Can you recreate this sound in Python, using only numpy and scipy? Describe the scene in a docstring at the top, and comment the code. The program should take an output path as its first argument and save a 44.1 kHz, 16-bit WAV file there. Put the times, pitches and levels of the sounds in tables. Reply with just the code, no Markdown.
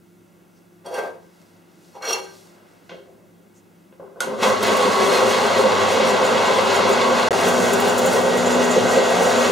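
"""A steel plate scrapes twice along a band saw's vice, over faint workshop air and a rustling sleeve.
Knocks ring the cast frame, the switch snaps, the saw runs up and cuts. Teeth rattle frame and plate,
the rubbing blade chirps and squeals, the motor hums under load.
Near 7.3 s the sound drops out twice, briefly, and the cut goes on deeper."""
import sys
import numpy as np
from scipy import signal
from scipy.fft import rfft, irfft, next_fast_len
from scipy.io import wavfile
from scipy.ndimage import uniform_filter1d

SR = 44100
rng = np.random.default_rng(int(sys.argv[2]) if len(sys.argv) > 2 else 0)


def dump(signal):
    """Clip the signal to [-1, 1] and save it as 16-bit WAV at the path in sys.argv[1]."""
    limited = np.clip(np.atleast_2d(signal).T, -1, 1)
    pcm = np.round(limited * 32767).astype(np.int16)
    wavfile.write(sys.argv[1], SR, pcm)


N = 419391

# (frequency [Hz], nominal width [Hz], shallow cut [dB], deep cut [dB], knocked [dB])
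FRAME_MODES = [(114.4, 8.4, -27.5, -28.5, -39), (181.7, 11.6, -31, -17, -20), (214, 17, -18.5, -40, -21),
               (387, 9.6, -16.5, -34, -12), (397.2, 19, -8.5, -6.5, -4), (477, 49, -10, -7.5, -10.5),
               (520.3, 24.5, -7, -8, -4), (554.6, 29, -11.5, -19.5, -14), (631, 87, -14.5, -10, -16),
               (720, 71, -16, -9.5, -19), (921, 100, -14.5, -14, -38), (1029, 84, -11, -16, -13),
               (1513, 110, -17.5, -13, -10), (1902, 21, -38, -17, -31), (1980, 77, -19, -21.5, -27),
               (2196, 48, -21, -28, -18), (2830, 280, -22.5, -19.5, -15), (3157, 80, -20, -20.5, -11),
               (3370, 73, -26.5, -25.5, -32), (4220, 51, -32, -46, -21), (5700, 57, -27.5, -25.5, -20),
               (6410, 650, -22, -19, -4), (8450, 90, -41, -42, -40), (10800, 100, -43, -39, -40),
               (15000, 50, -47, -55, -23.5)]
CUT_SPECTRUM = [(40, -54), (90, -49), (150, -15.5), (250, -9), (330, -20), (500, -7), (900, -8),
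                (1500, -12.5), (2500, -15.5), (4500, -20), (7000, -34.5), (9000, -34), (12000, -48),
                (15800, -61)]  # (frequency [Hz], density [dB])
TOOTH_BITE = [(4.21, -8), (4.242, -16.5), (4.376, -21.5), (4.415, -8.5), (4.432, 5), (4.602, -10.5),
              (4.634, 0.5), (4.72, -.5), (5.6, .5), (5.95, -0.5), (6.1, 0.2), (6.4, 0.5), (7.27, 0),
              (7.34, -1), (7.45, 0.5), (8.2, -0.5), (9.05, 0.5), (9.3, 1.5), (9.51, 1.5)]  # two lunges, then nearly even: (time [s], level [dB])
# bed, frame, teeth, chips: (shallow cut [dB], deep cut [dB], bite [dB/dB], wobble [dB], flicker [dB])
SAW_BANDS = [(-21.5, -21.5, .5, 0, 1.12), (-22, -23.5, 0.68, 0.1, 0.47), (-26, -28, 0.88, 0.56, 1),
             (-42, -40.5, 0.9, 1.3, 0.9)]
BED_BOOMS = [(4.255, 3), (4.28, 2.6), (4.305, 4.3), (4.328, 4), (4.39, 3), (4.5, 2.2), (4.7, 1.2),
             (4.87, 2.7), (5.03, 1.8), (5.18, 2), (5.28, 2), (5.59, 3.4), (5.645, 5.7), (5.74, 2.3),
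             (6.14, 2), (6.205, 4), (6.62, 2.3), (6.92, 2.5), (7.1, 1.5), (7.47, 1.8), (7.62, 3.4),
             (7.725, 2.6), (8.01, 1.5), (8.245, 1.7), (8.35, 1.5), (8.48, 6), (8.56, 5.8), (8.62, 5.4),
             (8.77, 6.7), (8.85, 1.7), (8.98, 6.6), (9.21, 4.6), (9.46, 1.6)]  # (time [s], boost [dB])
CHIP_TREND = [(4.6, 3), (5.3, 2.5), (5.8, -1), (7.2, 0), (7.5, 1.5), (8.15, 2.5), (8.35, -1), (9.05, -3),
              (9.4, 0)]  # (time [s], gain [dB])
CHIP_SPRAYS = [(5.14, 3), (5.3, 2.5), (5.6, 4), (5.92, 4), (6.08, 6), (6.75, 3.6), (6.9, 5.2), (7.2, 2.1),
               (8.15, 2.5), (8.5, 2.6), (8.63, 2.4), (8.72, 3), (8.92, 6.3), (9.25, 3.5)]  # (time [s], boost [dB])
BLADE_CATCHES = [(4.4218, -39, -47), (4.482, -41, -41), (4.6273, -25.5, -34), (4.6667, -32, -39),
                 (4.766, -29, -34), (6.2651, -33, -47), (6.89, -31, -41), (7.409, -28, -47),
                 (7.481, -25, -36), (7.7303, -24, -31), (7.8001, -33, -36), (7.849, -41, -42),
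                 (7.880, -27, -36), (7.9797, -22.5, -31.5), (8.0585, -29, -35), (8.1284, -26.5, -38.5),
                 (8.215, -39, -46), (8.3693, -32, -42), (9.102, -31, -47), (9.226, -28, -43)]  # (time [s], hiss [dB], top band [dB])
BLADE_MODES = [(10200, -11, .03), (11100, -19, 0.027), (12700, -6, .03), (14300, -4, 0.048),
               (15000, 1, .04)]  # (frequency [Hz], gain [dB], t60 [s])
BLADE_SQUEALS = [(6.1, -38), (6.26, -39.5), (6.47, -39), (6.76, -41), (6.93, -37), (7.74, -36.5),
                 (7.81, -36), (7.9, -35), (7.99, -34), (8.07, -34), (8.39, -41), (8.47, -35), (8.545, -37),
                 (8.65, -38), (8.72, -31), (9.26, -40)]  # (time [s], level [dB])
MOTOR_LOAD = [(4.4, -54), (4.47, -40), (5.2, -45), (5.37, -38), (5.9, -44.5), (6.06, -31), (6.21, -43),
              (6.39, -34), (6.83, -39), (6.95, -32), (7.16, -27), (7.3, -31.5), (7.9, -28.5), (8.4, -27.5),
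              (8.62, -24), (8.85, -25.5), (9.2, -34), (9.42, -24.5), (9.51, -35)]  # hum: (time [s], level [dB])
PLATE_SONG = [(4.4, -51), (4.46, -30), (4.62, -33), (4.8, -25.5), (5.15, -28), (5.4, -29), (6.1, -32.5),
              (6.7, -35), (7.0, -27), (7.28, -30), (7.34, -52), (9.51, -46.5)]  # (time [s], level [dB])
PLATE_FLARE = [(4.42, -44), (4.46, -44), (4.7, -52), (4.87, -44), (5.0, -44), (5.15, -37.5), (5.3, -43),
               (5.43, -39), (5.62, -39), (5.75, -57), (6.4, -51), (7.28, -52)]  # high ring, shallow cut: (time [s], level [dB])
PLATE_SHOVES = [
    [(0.84, -73, -71, -77), (0.848, -44, -57, -61), (0.86, -33.5, -54, -49), (0.884, -31.5, -52, -54),
     (0.892, -33, -60, -55), (0.936, -29, -48, -46), (0.944, -27, -37, -39), (1.0, -27, -35.5, -43),
     (1.062, -29, -49, -67), (1.078, -35, -44, -57), (1.09, -36, -59, -66), (1.174, -46, -61, -75),
     (1.25, -51, -70, -74)],
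    [(1.93, -71, -67, -61), (1.95, -42, -65, -63), (1.964, -39, -60, -62), (2.0, -46, -63, -66),
     (2.014, -38, -45, -58), (2.032, -34.5, -32.5, -41.5), (2.094, -23, -32.5, -24.5),
     (2.11, -26, -29, -25), (2.124, -22, -34, -31), (2.13, -29.5, -39, -23), (2.156, -28.5, -35.5, -36),
     (2.242, -41.5, -54, -45.5), (2.268, -49, -51, -51), (2.35, -47, -59, -58)],
]  # a list per shove: (time [s], body [dB], middle [dB], treble [dB])
PLATE_MODES = [(382.6, -7, -3.5, 0.69), (463.5, -7, -9, 0.33), (520, 0.5, -6, 0.14), (593, -8, -22, 0.17),
               (682, -9, -31, 0.15), (812, -16, -3, 0.17), (939, -7.5, -1, 0.15), (1196, -13, -7.5, 0.18),
               (1570, 1, -5.5, 0.21), (2250, -13, -7, 0.096), (2740, -16, -3, 0.12), (3270, -5, -8, 0.088),
               (4255, -13, -4, 0.069), (4300, -15, -4, 0.073), (4560, -5, -15, 0.072), (5650, -7, 1, 0.037),
               (6260, -19, -24, .08), (6740, -21, -10, .07), (8650, -9, -13, .06), (9800, -11, -15, 0.055),
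               (11400, -15, -15, 0.067), (13420, -25, -30, .05)]  # (frequency [Hz], first shove [dB], second shove [dB], t60 [s])
PLATE_JOLTS = [(.861, -34), (.884, -38), (.918, -38), (.941, -26), (2.022, -30), (2.052, -26), (2.129, -16)]  # catch and jump: (time [s], level [dB])
GRIND_SPECTRUM = [(59, -52), (100, -44), (450, 10), (2400, -8.5), (2730, -6), (3750, -15.5), (5720, -17.5),
                  (13600, -38.5), (15800, -63)]  # (frequency [Hz], density [dB])
FRAME_KNOCKS = [(2.893, -26, 3900, 0.39), (2.914, -27.5, 720, 0.3), (3.051, -41, 794, 0.99),
                (3.391, -48.5, 500, 0.55), (3.925, -40, 3000, 0.09), (3.996, -30, 1100, 0.6),
                (4.159, -33, 1160, 0.93), (4.205, -15, 11500, 0.27)]  # hand, switch last: (time [s], level [dB], low-pass [Hz], t60 [s])
SWITCH_MODES = [(1030, -10, 0.086), (1440, 7, 0.11), (1500, 4.5, 0.13), (3500, -10, 0.02), (3780, -11, .02),
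                (4300, 1, 0.06), (5100, -12, 0.054), (6200, -7, 0.044), (7640, -22, .03), (8522, -20, .06)]  # (frequency [Hz], gain [dB], t60 [s])
SLEEVE_RUSTLES = [(.57, -70, .04, 5500), (1.403, -65, 0.21, 4300), (1.867, -61.5, 0.14, 4300),
                  (2.378, -56, 0.12, 4300), (2.7, -65, 0.35, 4300), (3.575, -61, .025, 6500)]  # (time [s], level [dB], half length [s], centre [Hz])
AIR_SPECTRUM = [(18, -57), (30, -24), (100, -12.5), (137, -13), (174, -2), (238, -7), (344, -4.5),
                (413, -11), (1240, -22), (1380, -20), (1620, -22.5), (1790, -22.5), (4200, -33),
                (12500, -33.5), (15800, -32)]  # (frequency [Hz], density [dB])
AIR_COHERENCE = [(60, -0.079), (130, 0.26), (290, 0.65), (640, 0.19), (1410, 0.076), (3100, 0.92),
                 (6820, 0.98), (15000, 0.12)]  # (frequency [Hz], left-right correlation [-1..1])
AIR_STIR = [(0, -2), (.4, 1), (.7, 0.5), (1.4, 4), (1.8, 3), (2.6, 7.5), (3.2, 1), (3.8, 1.5)]  # midrange: (time [s], gain [dB])
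AIR_RINGS = [(2230, -81, .04), (2600, -83, .04), (3330, -100, .03), (4680, -89, .07), (5980, -84, .07),
             (7250, -90, .07)]  # (frequency [Hz], level [dB], t60 [s])
MACHINE_TONES = [(102.3, -69), (172.3, -61), (199.2, -67), (349.9, -62), (1362, -82), (1384, -76)]  # (frequency [Hz], level [dB])
STEREO_WIDTH = [(30, 10), (60, 10), (110, -2), (250, -8.5), (500, -7.5), (1200, -4.5), (2400, -6),
                (4400, -14), (6000, -20.5), (8000, -3.5), (11000, -1.5), (15000, -6)]  # (frequency [Hz], side gain [dB])
NOTCH_CENTRES = [345, 1790, 2375, 3075]  # (frequency [Hz])
NOTCH_SHAPES = [(35, -0.5), (87.5, -9.5), (127, -9), (70, -17)]  # (width [Hz], gain [dB])
DROPOUTS = [(7.2875, 7.3077, 1), (7.324, 7.3285, .93)]  # (start [s], end [s], depth [0..1])

SPIN_UP_S, BOOM_S, SPRAY_S, CHIRP_S = 0.052, 0.019, 0.035, 0.014
SQUEAL_HZ, SQUEAL_T60_S, SQUEAL_S = 7065, 0.0071, 0.013
HISS_SHALLOW_DB, HISS_DEEP_DB = -44, -41.5
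HUM_HZ, BUZZ_HZ, BUZZ_DB = 242.7, 100.6, -46
SONG_HZ, SONG_T60_S, FLARE_HZ, FLARE_T60_S = 1107, 0.18, 4220, 0.035
JOLT_S, SNAP_S, SNAP_DB = 0.004, 0.0015, 6.5
AIR_DB, WHINE_END_S = -54, 0.73
ROOM_T60_S, ROOM_DB, PAN_DB = 0.24, -8, 0.13
BASS_CUT_HZ, TOP_HZ = 45, 15750

T, FFT_SIZE = np.arange(N) / SR, next_fast_len(N + SR // 2)
HZ = np.maximum(np.fft.rfftfreq(FFT_SIZE, 1 / SR), 1)
SAW_START_S, DEEP = TOOTH_BITE[0][0], T > DROPOUTS[0][0]


def saw():
    """Teeth strike steel in a dense rattle; bed, frame, teeth and chips each carry one band."""
    strikes = grit(2.24)
    rings = 0
    for hz, width_hz, shallow_db, deep_db, _ in FRAME_MODES:
        gain = undb(np.where(DEEP, deep_db, shallow_db) + 1.3 * walk(7))
        drive = np.roll(strikes, rng.integers(N))  # each mode is shaken from its own place
        rings += gain * mode(drive, hz, 2.4 / width_hz)
    rattle = rings + level(shape(strikes, undb(spectrum(CUT_SPECTRUM))), -3)
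    above_bed, upper, top = above(558, 622), HZ > 1600, above(4440, 9900)
    masks = 1 - above_bed, above_bed - upper, upper - top, top
    load, bite_db = walk(20), curve(TOOTH_BITE)
    bands = []
    for mask, (shallow_db, deep_db, follow, wobble_db, flicker_db) in zip(masks, SAW_BANDS):
        swing_db = follow * bite_db + wobble_db * load + flicker_db * walk(30)
        bands.append(level(shape(rattle, mask), 0) * undb(np.where(DEEP, deep_db, shallow_db) + swing_db))
    bed, frame, teeth, chips = bands
    running_s = np.maximum(T - SAW_START_S, 0)
    bed *= (1 - np.exp(-running_s / SPIN_UP_S)) * undb(bumps(BED_BOOMS, BOOM_S))
    chips *= undb(curve(CHIP_TREND) + bumps(CHIP_SPRAYS, SPRAY_S))
    lone_chips = level(shape(grit(5), top), -57) * undb(4 * DEEP + bite_db + 2.7 * walk(13))
    return (T > SAW_START_S) * (bed + frame + teeth + chips + lone_chips)


def blade_chirps():
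    """The blade catches on the edge: short rubs hiss and ring it."""
    hiss, sharp, rub = np.zeros(N), np.zeros(N), grit(3.1)
    t = T[:SR // 8]
    for s, hiss_db, top_db in BLADE_CATCHES:
        i = int(s * SR)
        burst = rub[i:i + len(t)] * np.exp(-(t / CHIRP_S) ** 2)
        hiss[i:i + len(t)] += undb(hiss_db) * burst
        sharp[i:i + len(t)] += undb(top_db) * burst
    rings = sum(undb(db) * mode(hiss if hz < 13000 else sharp, hz, t60) for hz, db, t60 in BLADE_MODES)
    top = above(9300, 12600)
    return shape(hiss, above(3000, 6400) - top) + shape(sharp, top) + undb(-12) * rings


def blade_squeal():
    """One blade resonance: a thin hiss that follows the bite, with brief squeals."""
    hiss_db = np.where(DEEP, HISS_DEEP_DB, HISS_SHALLOW_DB) + curve(TOOTH_BITE) + 2 * walk(25)
    squeals = bumps([(s, undb(db)) for s, db in BLADE_SQUEALS], SQUEAL_S)
    return mode(grit(0.81), SQUEAL_HZ, SQUEAL_T60_S) * ((T > SAW_START_S) * undb(hiss_db) + squeals)


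def motor():
    """A hum, louder under load; the windings buzz at twice the mains frequency."""
    hum = sine(HUM_HZ, 0, waver_hz=2.495, waver_db=1.6) * envelope([MOTOR_LOAD]) * undb(1.2 * walk(6))
    buzz = sine(BUZZ_HZ, BUZZ_DB, waver_hz=2.496, waver_db=2.3)
    return hum + buzz * np.clip((T - 4.3) / 0.33, 0, 1)


def plate_song():
    """The plate's free top sings in two narrow bands, mainly in the shallow cut."""
    flare = mode(grit(2.1), FLARE_HZ, FLARE_T60_S) * envelope([PLATE_FLARE]) * undb(2.4 * walk(21))
    song = 0.8 * mode(rng.standard_normal(N), SONG_HZ, SONG_T60_S)
    song += sine(SONG_HZ, -3.5, waver_hz=3.52, waver_db=1.9)
    return flare + song * envelope([PLATE_SONG])


def shoves():
    """Stick-slip scraping rings the plate, which leans differently in each shove."""
    slips = grit(1.6) * undb(1.44 * walk(59.1))
    low, middle, high = (slips * envelope(PLATE_SHOVES, column) for column in (1, 2, 3))
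    middle *= undb(5.5)
    grind = level(undb(spectrum(GRIND_SPECTRUM)), 0)
    upper, top = above(960, 1200), above(2200, 3200)
    scrape = undb(-4.5) * shape(low, grind * (1 - upper)) + shape(middle, grind * (upper - top))
    scrape += undb(4.5) * shape(high, grind * top)
    jolts = slips * sum(undb(db) * decay(s, JOLT_S) for s, db in PLATE_JOLTS)
    second = T > PLATE_SHOVES[1][0][0]
    rings = 0
    for hz, first_db, second_db, t60 in PLATE_MODES:
        drive = low if hz < 1300 else middle if hz < 2500 else undb(2.2) * high + jolts
        rings += undb(np.where(second, second_db, first_db)) * mode(drive, hz, t60)
    return scrape + undb(-8) * rings


def knocks():
    """Decaying cracks, dull for a soft hand, ring the frame; the last also rings the switch box."""
    cracks, t = np.zeros(N), T[:SR // 2]
    for s, db, cutoff_hz, t60 in FRAME_KNOCKS:
        i = int(s * SR)
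        lowpass = signal.butter(4, cutoff_hz, fs=SR, output="sos")
        burst = level(signal.sosfilt(lowpass, rng.standard_normal(len(t))), db - 17)
        cracks[i:i + len(t)] += burst * (1000. ** (-t / t60) + 0.58 * np.exp(-t / 0.00099))
    rings = sum(undb(db) * mode(cracks, hz, 3.1 / width_hz) for hz, width_hz, *_, db in FRAME_MODES)
    snap = cracks * decay(FRAME_KNOCKS[-1][0], SNAP_S) * undb(SNAP_DB)
    rings += undb(9.5) * sum(undb(db) * mode(snap, hz, t60) for hz, db, t60 in SWITCH_MODES)
    return shape(cracks + snap, np.clip(HZ / 450, 0, 1) ** 2) + undb(-5.5) * rings


def sleeve():
    """Cloth crackles softly as the arm moves; short rustles are narrower in band."""
    cloth = grit(2.5) * undb(1.7 * walk(30))
    rustles = 0
    for s, db, half_s, hz in SLEEVE_RUSTLES:
        t60 = (2.2 if half_s > 0.1 else 7.7) / hz
        rustles += level(mode(cloth, hz, t60), db) * bumps([(s, 1)], half_s)
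    return rustles


def workshop():
    """Air and distant machines, in stereo; the whine above 1 kHz soon stops."""
    coherence = np.clip(spectrum(AIR_COHERENCE), -0.95, 0.95)
    colour = undb(spectrum(AIR_SPECTRUM))
    mid, side = (shape(rng.standard_normal(N), colour * np.sqrt(1 + k * coherence)) for k in (1, -1))
    air = level(np.array([mid + side, mid - side]), AIR_DB)
    air += shape(air, above(320, 570) - above(2300, 5900)) * (undb(curve(AIR_STIR)) - 1)
    air += sum(undb(db) * mode(rng.standard_normal(N), hz, t60) for hz, db, t60 in AIR_RINGS)
    for hz, db in MACHINE_TONES:
        air += sine(hz, db, waver_hz=1.64, waver_db=2.3) * (1 if hz < 1000 else T < WHINE_END_S)
    return air


def room(x):
    """Walls return decaying washes, evened in broad colour: (mid, side)."""
    tails = rng.standard_normal((2, SR // 2)) * 1000. ** (-T[:SR // 2] / ROOM_T60_S)
    mid_wash, side_wash = rfft(tails / np.linalg.norm(tails, axis=1, keepdims=True), FFT_SIZE)
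    dull = 1 / (1 + (HZ / 6000) ** 2)
    even = lambda gain: gain / np.sqrt(uniform_filter1d(np.abs(gain) ** 2, size=1600))
    mid = shape(x, undb(0.38) * even(1 + undb(ROOM_DB) * dull * mid_wash))
    return mid, shape(x, undb(spectrum(STEREO_WIDTH)) * even(side_wash))


def undb(db):
    """dB to gain."""
    return 10 ** (np.asarray(db) / 20)


def level(x, db):
    """Scale to an rms level."""
    return x * undb(db) / np.sqrt(np.mean(x ** 2))


def curve(table):
    """A time table at every sample."""
    return np.interp(T, *np.transpose(table))


def envelope(spans, column=1):
    """One dB column as a gain, silent outside the spans."""
    s, db = np.transpose(sum(spans, []))[[0, column]]
    return sum((T > span[0][0]) & (T < span[-1][0]) for span in spans) * undb(np.interp(T, s, db))


def bumps(rows, half_s):
    """Bell-shaped swells."""
    return sum(height * np.exp(-((T - s) / half_s) ** 2) for s, height in rows)


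def decay(start_s, tau_s):
    """Sudden onset, exponential fall."""
    return (T > start_s) * np.exp(-np.abs(T - start_s) / tau_s)


def spectrum(table):
    """A frequency table at every bin."""
    hz, value = np.transpose(table)
    return np.interp(np.log(HZ), np.log(hz), value)


def above(from_hz, to_hz):
    """Ramp from 0 to 1 in log frequency."""
    return np.clip(np.log(HZ / from_hz) / np.log(to_hz / from_hz), 0, 1)


def shape(x, gain):
    """Weight every frequency."""
    return irfft(rfft(x, FFT_SIZE) * gain, FFT_SIZE)[..., :N]


def mode(x, hz, t60_s):
    """One resonance, unit power for unit noise."""
    r = np.exp(-np.log(1000) / (t60_s * SR))
    feedback = [1, -2 * r * np.cos(2 * np.pi * hz / SR), r * r]
    return np.sqrt((1 - r * r) / 2) * signal.lfilter([1, 0, -1], feedback, x)


def walk(rate_hz):
    """Random steps, smoothed twice; spread near 1."""
    hold = int(SR / rate_hz)
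    steps = np.repeat(rng.standard_normal(N // hold + 1), hold)
    return 1.237 * uniform_filter1d(uniform_filter1d(steps, hold), hold)[:N]


def grit(spread_db):
    """Dense tiny impacts of uneven size."""
    return level(rng.standard_normal(N) * undb(spread_db * rng.exponential(size=N)), 0)


def sine(hz, db, waver_hz, waver_db):
    """A tone drifting in pitch and level."""
    phase = 2 * np.pi * np.cumsum(hz + waver_hz * walk(8)) / SR
    return np.sqrt(2) * np.sin(phase) * undb(db + waver_db * walk(9.1))


def scene():
    """All sources in the room; nearby reflections cancel in four notches."""
    sources = shoves() + knocks() + saw() + motor() + plate_song()
    mid, side = room(sources + blade_chirps() + blade_squeal() + sleeve())
    pan = undb([[PAN_DB / 2], [-PAN_DB / 2]])
    stereo = np.array([mid + side, mid - side]) * pan + workshop()
    notches_db = sum(db * np.exp(-2 * ((HZ - hz) / width_hz) ** 2)
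                     for hz, (width_hz, db) in zip(NOTCH_CENTRES, NOTCH_SHAPES))
    return shape(stereo, undb(notches_db) / np.sqrt(1 + (BASS_CUT_HZ / HZ) ** 4))


def record(dry):
    """Steep low-pass and two brief dropouts."""
    out = signal.sosfilt(signal.ellip(12, 0.2, 80, TOP_HZ, fs=SR, output="sos"), dry)
    muted = sum(depth * ((T > start_s) & (T < end_s)) for start_s, end_s, depth in DROPOUTS)
    return out * (1 - uniform_filter1d(muted, size=9))


dry = scene()
out = record(dry)
dump(out)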